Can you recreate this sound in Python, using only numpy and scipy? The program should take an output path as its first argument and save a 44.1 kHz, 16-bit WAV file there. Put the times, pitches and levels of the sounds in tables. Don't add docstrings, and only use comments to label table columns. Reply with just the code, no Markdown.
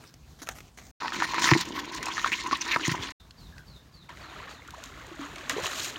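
import sys
import numpy as np
from scipy import signal
from scipy.fft import rfft, irfft, next_fast_len
from scipy.io import wavfile
from scipy.ndimage import uniform_filter1d

SR = 44100
rng = np.random.default_rng(int(sys.argv[2]) if len(sys.argv) > 2 else 0)


def generate_wav(sig):
    pcm = np.round(np.clip(np.atleast_2d(sig).T, -1, 1) * 32767).astype(np.int16)
    wavfile.write(sys.argv[1], SR, pcm)


N = 263718
TIME = np.arange(N) / SR

# start/s, end/s
SCENE_SPANS = [(-.01, .913), (1.003, 3.121), (3.2, 6.0)]
# f/Hz, gain/dB
AIR_EQ = [(15, -35), (28, -31), (45, 2), (62, 2), (100, -4), (150, -3.5), (210, -9.5), (320, -17.5),
          (480, -22), (1000, -23), (2400, -34), (4200, -28), (6900, -33.5), (9500, -41), (16000, -39.5)]
# f/Hz, gain/dB
SIDE_EQ = [(1000, -36), (3900, -22.5), (4800, -8.5), (7000, -7.5), (9000, 7), (11000, 8.5), (16000, 12.5)]

# t/s, relative level/dB
BIRD_CALLS = [(-.05, -57), (3.1, -51), (3.365, -50), (3.664, -49.5), (3.925, -50), (4.197, -49),
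              (4.485, -51)]
# t/s from its start, f/Hz, relative level/dB
WHISTLE_CONTOUR = [(0, 4950, -12), (.018, 4550, -2), (.06, 4080, 0), (.105, 3620, -2), (.125, 3400, -16)]
# t/s, f/Hz, level/dB
CROAK_CONTOUR = [(3.527, 1690, -51.5), (3.57, 1600, -53), (3.607, 1500, -45), (3.645, 1490, -60.5)]

# f/Hz, gain/dB
GRASS_EQ = [(150, -32), (250, 1), (547, -6), (735, 0), (890, -10.5), (1200, -4.5), (1500, -7.5),
            (2090, -7.5), (4650, -14), (6590, -9.5), (7700, -17), (16000, -24.5)]
# t/s, length/s, level/dB
HAND_BRUSHES = [(0.0, 0.098, -56), (.39, 0.014, -53), (.418, 0.0091, -39.5), (.466, 0.054, -45.5),
                (.547, 0.041, -51), (.6, 0.085, -61), (.774, 0.032, -51), (.82, .08, -56)]
# t/s, peak/dB, f/Hz
STALK_SNAPS = [(0.04, -35, 1640), (0.141, -33.5, 4890), (0.418, -39, 1170), (0.472, -27, 1830),
               (0.489, -14, 1800), (0.586, -30, 1670), (0.605, -32.5, 2060), (0.776, -34.5, 1980),
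               (0.787, -31, 1720), (0.868, -38, 6000)]

# t/s, level/dB
FLOW_LEVEL = [(3.2, -67.5), (4.04, -65), (4.2, -52.5), (4.62, -54.5), (5.1, -49), (5.45, -45.5),
              (5.72, -45.5), (5.98, -44)]
# t/s, length/s, trickle/dB, spray/dB
WATER_SLOSHES = [(4.09, 0.0083, -44.5, -59), (4.18, 0.21, -49, -61.5), (4.34, 0.16, -46, -64),
                 (4.49, 0.036, -49, -53), (4.735, 0.064, -54, -57), (4.825, 0.041, -51, -50.5),
                 (4.97, 0.032, -48.5, -66), (5.19, 0.066, -43.5, -53.5), (5.35, 0.17, -52.5, -57),
                 (5.497, 0.02, -33.5, -39.5), (5.56, 0.09, -38, -45), (5.63, 0.043, -34, -37),
                 (5.7, 0.089, -42.5, -40), (5.77, 0.11, -44, -36)]
# f/Hz, gain/dB
TRICKLE_EQ = [(260, -44.5), (450, -12.5), (634, -6.5), (815, -8), (1130, 1.5), (1590, 1), (1840, 2.5),
              (2210, -0.5), (4010, -5.5), (5000, -15), (6500, -52), (11000, -120)]
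# f/Hz, gain/dB
SPRAY_EQ = [(1470, -20), (2500, 0.5), (3550, -3), (3980, 1.5), (4910, -6), (6150, -0.5), (6900, 2.5),
            (7950, -8.5), (8870, -7), (10000, -23), (11500, -11.5), (13600, -16.5), (16000, -17.5)]
# t/s, peak/dB, f/Hz, t60/s, rise/octaves per t60
SOLO_BUBBLES = [(4.093, -41, 970, 0.062, 0.26), (4.62, -41, 2130, 0.023, .1),
                (4.685, -36.5, 1236, 0.034, 1.7), (4.738, -35, 860, 0.043, 1.9),
                (4.779, -42, 650, 0.079, .1), (5.114, -37.5, 325, 0.079, .2), (5.193, -32, 298, 0.067, .1),
                (5.214, -35.5, 285, 0.13, .05), (5.527, -37.5, 280, 0.2, 0.22),
                (5.565, -24.5, 405, 0.034, 0.23), (5.582, -23, 425, 0.032, 0.41),
                (5.597, -29, 523, 0.035, 0.12), (5.659, -16.5, 2700, 0.0046, 0.18),
                (5.959, -28, 2660, 0.017, 2)]
# t/s, peak/dB, f/Hz
WATER_SLAPS = [(3.308, -38, 4080), (3.581, -37, 1790), (4.0925, -38, 1454), (4.172, -36.5, 2060),
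               (5.3584, -31, 2400), (5.3825, -33, 2370), (5.497, -18, 1850), (5.51, -25, 1210),
               (5.732, -25, 1760)]
# t/s, peak/dB
SPATTER_CRACKS = [(4.6774, -33), (4.707, -29), (4.839, -23.5), (5.068, -34.5), (5.496, -12), (5.667, -17.5),
                  (5.8, -24), (5.846, -17)]

# f/Hz, gain/dB, t60/s
BUCKET_MODES = [(140, -13, 0.066), (175.9, -21.5, 0.23), (280, -26, 0.014), (338, -8, 0.058),
                (394, -3.5, 0.012), (963, -5.5, 0.045), (1020, -3.5, 0.041), (1115, -1.5, 0.028),
                (1338, -2, 0.016), (1495, -10, 0.039), (1860, -6, 0.045), (2140, -7.5, 0.018),
                (2700, -21, 0.022), (3200, -32, 0.027), (4080, -10, 0.017), (5900, -27, .04),
                (6980, -12, 0.035)]
# f/Hz, gain/dB
WALL_EQ = [(350, -30), (720, -29), (860, -9), (1010, 0), (1470, -3.5), (1850, -3.5), (3080, -9),
           (4200, -9.5), (4900, -14), (5900, -14.5), (6900, -17), (7730, -30), (8900, -28), (10200, -39),
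           (11500, -35), (15500, -34)]
# f/Hz, gain/dB
SHELL_EQ = [(1000, -11), (3000, -19), (5000, -3), (6900, -1), (7900, -13.5), (9000, -8), (10300, -24.5),
            (12000, -20), (15500, -23)]
# t/s, length/s, tip scratch/dB, wall judder/dB
LEG_DRAGS = [(1.01, 0.072, -44, -37), (1.135, 0.035, -32.5, -41), (1.203, 0.047, -34, -36.5),
             (1.275, 0.044, -38, -38), (1.338, 0.11, -33.5, -35.5), (1.415, 0.096, -24, -30),
             (1.51, 0.11, -32, -39.5), (1.75, 0.048, -38, -36.5), (1.92, 0.058, -41.5, -41.5),
             (2.025, 0.095, -38, -40.5), (2.125, 0.13, -38, -48), (2.258, 0.026, -32, -60),
             (2.32, 0.022, -32, -42), (2.36, 0.056, -37, -63), (2.442, 0.03, -43, -32),
             (2.512, 0.038, -32.5, -36), (2.612, 0.013, -34.5, -57), (2.65, 0.11, -34.5, -39),
             (2.702, 0.036, -29, -50), (2.8, 0.047, -39, -51), (2.842, 0.029, -29, -53),
             (2.895, 0.023, -30, -41), (2.93, 0.023, -41, -34.5), (3.005, 0.059, -37, -46)]
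# t/s, length/s, level/dB, start f/Hz, end f/Hz
CLAW_SKIDS = [(1.15, 0.032, -39, 5500, 3030), (1.219, 0.038, -28, 1800, 1906),
              (1.427, 0.036, -42, 3020, 1930), (1.48, 0.017, -39, 3200, 1890),
              (2.316, 0.035, -23.5, 2168, 2820), (2.608, 0.018, -25.5, 6170, 5700),
              (2.703, 0.06, -25.5, 2900, 1822), (2.826, 0.03, -31, 2700, 2810),
              (2.908, 0.021, -34, 1900, 1910)]
# t/s, peak/dB, contact f/Hz
WALL_TAPS = [(1.013, -25.5, 1080), (1.021, -19, 1060), (1.081, -17.5, 2340), (1.047, -23.5, 1040),
             (1.058, -20, 1010), (1.122, -21, 1270), (1.212, -18.5, 1020), (1.202, -15.5, 1750),
             (1.222, -10.5, 1250), (1.336, -16.5, 960), (1.344, -14.5, 1070), (1.382, -12.5, 1110),
             (1.49, -9.5, 1840), (1.5145, -1.5, 999), (1.536, -5.5, 2230), (2.069, -23, 1020),
             (2.085, -21, 1010), (2.17, -22.5, 1590), (2.18, -15.5, 1200), (2.196, -22, 1900),
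             (2.245, -10.5, 1140), (2.261, -16, 1090), (2.319, -17, 2140), (2.512, -15, 1090),
             (2.529, -15, 1030), (2.7615, -7.5, 1140), (2.797, -22.5, 1195), (2.951, -26, 1020)]
# t/s, peak/dB
SHELL_CLICKS = [(1.396, -24.5), (1.61, -20), (1.8542, -35.5), (1.947, -28), (1.962, -30), (2.0284, -26),
                (2.0574, -23.5), (2.0828, -28), (2.878, -20), (2.916, -23.5)]
# t/s, peak/dB, contact f/Hz
BODY_THUMPS = [(1.516, -7, 400), (1.521, -7.5, 145), (1.552, -16, 333), (1.561, -13, 322),
               (2.525, -24, 335), (2.763, -16, 385), (2.881, -16.5, 152), (2.917, -22, 140),
               (2.948, -22.5, 286), (2.991, -34, 100)]


def from_db(db):
    return 10 ** (np.asarray(db) / 20)


def rms_one(x):
    return x / np.sqrt(np.mean(x ** 2) + 1e-20)


def peak_one(x):
    return x / (np.abs(x).max() + 1e-20)


def add(out, s, sound):
    at = round(s * SR)
    part = sound[max(-at, 0):max(N - at, 0)]
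    out[max(at, 0):max(at, 0) + len(part)] += part


def band(x, low_hz, high_hz, order=2):
    sos = signal.butter(order, [low_hz, min(high_hz, .45 * SR)], "band", fs=SR, output="sos")
    return signal.sosfilt(sos, x + 1e-18)


def focus(x, hz, octaves, rest_db):
    return band(x, hz / 2 ** octaves, hz * 2 ** octaves, order=1) + from_db(rest_db) * x


def eq(x, curve):
    size = 8192
    hz, db = np.transpose(curve)
    bin_hz = np.arange(size // 2 + 1) * SR / size
    gain = from_db(np.interp(np.log(bin_hz + 1), np.log(hz), db))
    cepstrum = irfft(np.log(gain))
    cepstrum[1:size // 2] *= 2
    cepstrum[size // 2 + 1:] = 0
    return signal.fftconvolve(x, irfft(np.exp(rfft(cepstrum))))[:len(x)]


def drift(rate_hz):
    knots = rng.standard_normal(int(2 * rate_hz * N / SR) + 2)
    return rms_one(np.interp(TIME * 2 * rate_hz, np.arange(len(knots)), knots))


def shifting(x, vary_db, rate_hz):
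    size, centres = next_fast_len(N), np.geomspace(200, 16000, num=20)
    spectrum = rfft(x, size)
    place = np.interp(np.fft.rfftfreq(size, 1 / SR), centres, np.arange(len(centres)))
    bands = (irfft(spectrum * np.maximum(1 - np.abs(place - k), 0), size) for k in range(len(centres)))
    return sum(part[:N] * from_db(vary_db * drift(rate_hz)) for part in bands)


def levelled(x, span_s):
    power = np.abs(uniform_filter1d(x ** 2, int(span_s * SR)))
    return x / np.sqrt(power + 0.0096 * np.mean(x ** 2))


def strokes(rows, swell, fade_s):
    power = 0
    for s, length, *db in rows:
        attack = np.clip((TIME - s) / (swell * length) + .5, 0, 1)
        release = np.exp(-np.clip((TIME - s - length) / fade_s, 0, 20))
        power = power + np.outer(from_db(db), attack * release) ** 2
    return np.sqrt(power)


def moments(per_s, span):
    start_s, end_s = span
    slots = np.arange(start_s, end_s - 1 / per_s, 1 / per_s)
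    place, strength = rng.random((len(slots), 2)).T
    return zip(slots + place / per_s, 8 * (strength - .5))


def grains(per_s, spread_db):
    sizes = from_db(spread_db * np.minimum(rng.exponential(1, N), 4)) * rng.choice([-1, 1], N)
    return sizes * (rng.random(N) < per_s / SR)


def impulse(tail_db, t60):
    t = np.arange(SR // 5) / SR
    return (t == 0) + from_db(tail_db - 60 * t / t60) * rng.standard_normal(len(t))


def ring(clicks, hz, t60):
    decay, angle = from_db(-60 / (t60 * SR)), 2 * np.pi * hz / SR
    return signal.lfilter([0, np.sin(angle)], [1, -2 * decay * np.cos(angle), decay ** 2], clicks + 1e-18)


def pings(per_s, low_hz, high_hz, cycles, spread_db):
    pitches = np.geomspace(low_hz, high_hz, num=24)
    clicks, dealt = grains(per_s, spread_db), rng.integers(0, len(pitches), N)
    return rms_one(sum(ring(clicks * (dealt == k), hz, cycles / hz) for k, hz in enumerate(pitches)))


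def air():
    level = from_db(-53 + 2.45 * drift(11))
    return level * rms_one(eq(band(rng.standard_normal(N), 39, 19000), AIR_EQ))


def bird():
    out = np.zeros(N)
    s, hz, db = np.transpose(WHISTLE_CONTOUR)
    t = np.arange(int(s[-1] * SR)) / SR
    for start, call_db in BIRD_CALLS:
        detune = 0.0047 * rng.standard_normal()
        flutter = 0.016 * rms_one(band(rng.standard_normal(len(t)), 63, 510))
        pitch = np.interp(t, s, hz) * (1 + detune + flutter)
        whistle = np.sin(2 * np.pi * np.cumsum(pitch) / SR)
        add(out, start, from_db(call_db + np.interp(t, s, db)) * whistle)
    out *= from_db(1.5 * drift(50))
    return .36 * signal.fftconvolve(out, impulse(tail_db=-24, t60=.22))[:N]


def croak():
    out = np.zeros(N)
    s, hz, db = np.transpose(CROAK_CONTOUR)
    pulse_s, period_s = 0.011, 0.0135
    t = np.arange(int(pulse_s * SR)) / SR
    for at in np.arange(s[0], s[-1], period_s):
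        phase = 2 * np.pi * np.interp(at, s, hz) * rng.normal(1, 0.038) * t
        pulse = (np.sin(phase) + from_db(-12) * np.sin(2.2 * phase)) * np.hanning(len(t))
        start = at + rng.normal(-0.0052, 0.00093)
        add(out, start, from_db(np.interp(at, s, db) + rng.normal(0, 3.5)) * pulse)
    return signal.fftconvolve(out, impulse(tail_db=-30, t60=.12))[:N]


def grass():
    rustle = shifting(eq(grains(per_s=7000, spread_db=5), GRASS_EQ), vary_db=4.5, rate_hz=12.36)
    brushing, = strokes(HAND_BRUSHES, swell=0.17, fade_s=0.014)
    stirring = from_db(-67.5)
    out = np.hypot(brushing, stirring) * levelled(rustle, span_s=0.066)
    for s, db, hz in STALK_SNAPS:
        snap = focus(impulse(tail_db=-19, t60=0.023), hz, octaves=0.46, rest_db=-6.5)
        add(out, s, from_db(db) * peak_one(eq(snap, GRASS_EQ)))
    return out


def bubble(hz, t60, rise):
    age = np.arange(int(t60 * SR) + 2) / (t60 * SR)
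    envelope = from_db(-60 * age) * (1 - np.exp(-40 * age))
    return envelope * np.sin(2 * np.pi * np.cumsum(hz * 2 ** (rise * age)) / SR)


def bubble_cloud(per_s, low_hz, high_hz, cycles, spread_db, rise):
    out = np.zeros(N)
    for when, softness, pitch, life in rng.random((int(per_s * N / SR), 4)):
        hz = low_hz * (high_hz / low_hz) ** pitch
        gain = from_db(-spread_db * np.log(softness + 0.023))
        add(out, when * N / SR, gain * bubble(hz, cycles * (.5 + life) / hz, rise * life))
    return out


def running_water(flow):
    slosh, splash = strokes(WATER_SLOSHES, swell=0.38, fade_s=0.032)
    big = bubble_cloud(per_s=160, low_hz=243, high_hz=616, cycles=28, spread_db=4, rise=0.17)
    small = bubble_cloud(per_s=750, low_hz=593, high_hz=4930, cycles=29, spread_db=0.5, rise=0.27)
    wash = rms_one(small) + from_db(4) * rms_one(grains(per_s=4000, spread_db=4))
    droplets = rms_one(grains(per_s=5000, spread_db=3.5))
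    droplets += from_db(-5) * pings(per_s=1200, low_hz=3000, high_hz=13000, cycles=30, spread_db=3)
    droplets *= from_db(2.9 * drift(35))
    gurgle = np.hypot(from_db(-5.5) * flow, from_db(-12) * slosh) * levelled(big, span_s=0.042)
    trickle = np.hypot(flow, slosh) * levelled(eq(wash, TRICKLE_EQ), span_s=0.13)
    spray = np.hypot(from_db(-9.5) * flow, splash) * levelled(eq(droplets, SPRAY_EQ), span_s=0.027)
    return gurgle + trickle + spray


def channel():
    flow = from_db(np.interp(TIME, *np.transpose(FLOW_LEVEL)))
    out = running_water(flow)
    for s, db, hz, t60, rise in SOLO_BUBBLES:
        add(out, s, from_db(db) * peak_one(bubble(hz, t60, rise)))
    for s, db, hz in WATER_SLAPS:
        slap = focus(impulse(tail_db=-11, t60=0.025), hz, octaves=0.11, rest_db=-11.5)
        add(out, s, from_db(db) * peak_one(band(slap, 970, 5600)))
    for s, db in moments(per_s=14, span=SCENE_SPANS[2]):
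        hz = np.exp(rng.uniform(np.log(800), np.log(4500)))
        drip = peak_one(bubble(hz, t60=33 / hz, rise=.5))
        add(out, s, np.interp(s, TIME, flow) * from_db(6 + db) * drip)
    for s, db in SPATTER_CRACKS:
        add(out, s, from_db(db) * peak_one(eq(impulse(tail_db=-21.5, t60=0.024), SPRAY_EQ)))
    return out


def bucket(force, direct_db, vary_db):
    chance = rng.standard_normal((len(BUCKET_MODES), 2))
    modes = sum(from_db(db + vary_db * spot) * ring(force, hz * (1 + .015 * load), t60)
                for (hz, db, t60), (spot, load) in zip(BUCKET_MODES, chance))
    return modes + from_db(direct_db) * eq(force, WALL_EQ)


def crab_scrapes():
    scratch_rest_db, judder_rest_db, flex_rest_db = -44.5, -46.5, -46.5
    scratch, judder = strokes(LEG_DRAGS, swell=.5, fade_s=0.018)
    flex = np.hypot(from_db(-9.5) * judder, from_db(flex_rest_db + 4 * drift(8)))
    slow_slips = bucket(grains(per_s=400, spread_db=1.5), direct_db=29, vary_db=0.5)
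    slow_slips = shifting(slow_slips, vary_db=2, rate_hz=16)
    fast_slips = bucket(grains(per_s=2200, spread_db=0.5), direct_db=43.5, vary_db=0.6)
    ticks = eq(pings(per_s=500, low_hz=1900, high_hz=7500, cycles=40, spread_db=3.5), WALL_EQ)
    rasp = rms_one(band(fast_slips, 1700, 21000)) + from_db(-4) * rms_one(ticks)
    rasp = shifting(rasp, vary_db=3.5, rate_hz=18) * from_db(2.3 * drift(45))
    wall = levelled(band(slow_slips, 920, 1650, order=3), span_s=0.068)
    floor = levelled(band(slow_slips, 204, 550), span_s=0.041)
    out = np.hypot(judder, from_db(judder_rest_db)) * wall + flex * floor
    out += np.hypot(scratch, from_db(scratch_rest_db)) * levelled(rasp, span_s=0.046)
    for s, length, db, start_hz, end_hz in CLAW_SKIDS:
        count = int(length * SR)
        squeak = np.sin(2 * np.pi * np.cumsum(np.geomspace(start_hz, end_hz, count)) / SR)
        roughness = rms_one(band(rng.standard_normal(count), 14.9, 330))
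        add(out, s, from_db(db) * roughness * squeak * signal.windows.tukey(count, .6))
    return out


def crab_hits():
    out = np.zeros(N)
    span = SCENE_SPANS[1]
    light_taps = [(s, -28 + db, rng.uniform(1010, 2030)) for s, db in moments(per_s=10, span=span)]
    light_clicks = [(s, -34.5 + db) for s, db in moments(per_s=9, span=span)]
    for s, db, hz in WALL_TAPS + light_taps:
        force = focus(impulse(tail_db=-22.5, t60=.022), hz, octaves=.25, rest_db=-32)
        add(out, s, from_db(db) * peak_one(bucket(force, direct_db=38.5, vary_db=3.5)))
    for s, db in SHELL_CLICKS + light_clicks:
        add(out, s, from_db(db) * peak_one(eq(impulse(tail_db=-8.5, t60=0.027), SHELL_EQ)))
    for s, db, hz in BODY_THUMPS:
        force = focus(impulse(tail_db=-24, t60=.02), hz, octaves=0.4, rest_db=-40)
        boom = band(bucket(force, direct_db=16, vary_db=2), 95, 8000)
        add(out, s, from_db(db) * peak_one(boom))
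    return out


def widened(x):
    treble = band(x, 10000, 16000, order=4)
    envelope = np.sqrt(np.abs(uniform_filter1d(treble ** 2, size=400)))
    side = from_db(-3) * envelope * rms_one(eq(rng.standard_normal(N), SIDE_EQ))
    return np.array([x + side, x - side])


def scene():
    gates = [uniform_filter1d(1.0 * ((TIME > start) & (TIME < end)), size=128)
             for start, end in SCENE_SPANS]
    in_grass, in_bucket, at_channel = gates
    foreground = in_grass * grass()
    foreground += in_bucket * (crab_hits() + crab_scrapes())
    foreground += at_channel * (channel() + croak())
    background = sum(gates) * (bird() + air())
    return widened(foreground + background)


def record(dry):
    ceiling, cutoff_hz = .7, 15900
    rounded = dry / (1 + (dry / ceiling) ** 6) ** (1 / 6)
    low_pass = signal.ellip(10, .2, 90, cutoff_hz, fs=SR, output="sos")
    return signal.sosfilt(low_pass, rounded + 1e-18)


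dry = scene()
out = record(dry)
generate_wav(out)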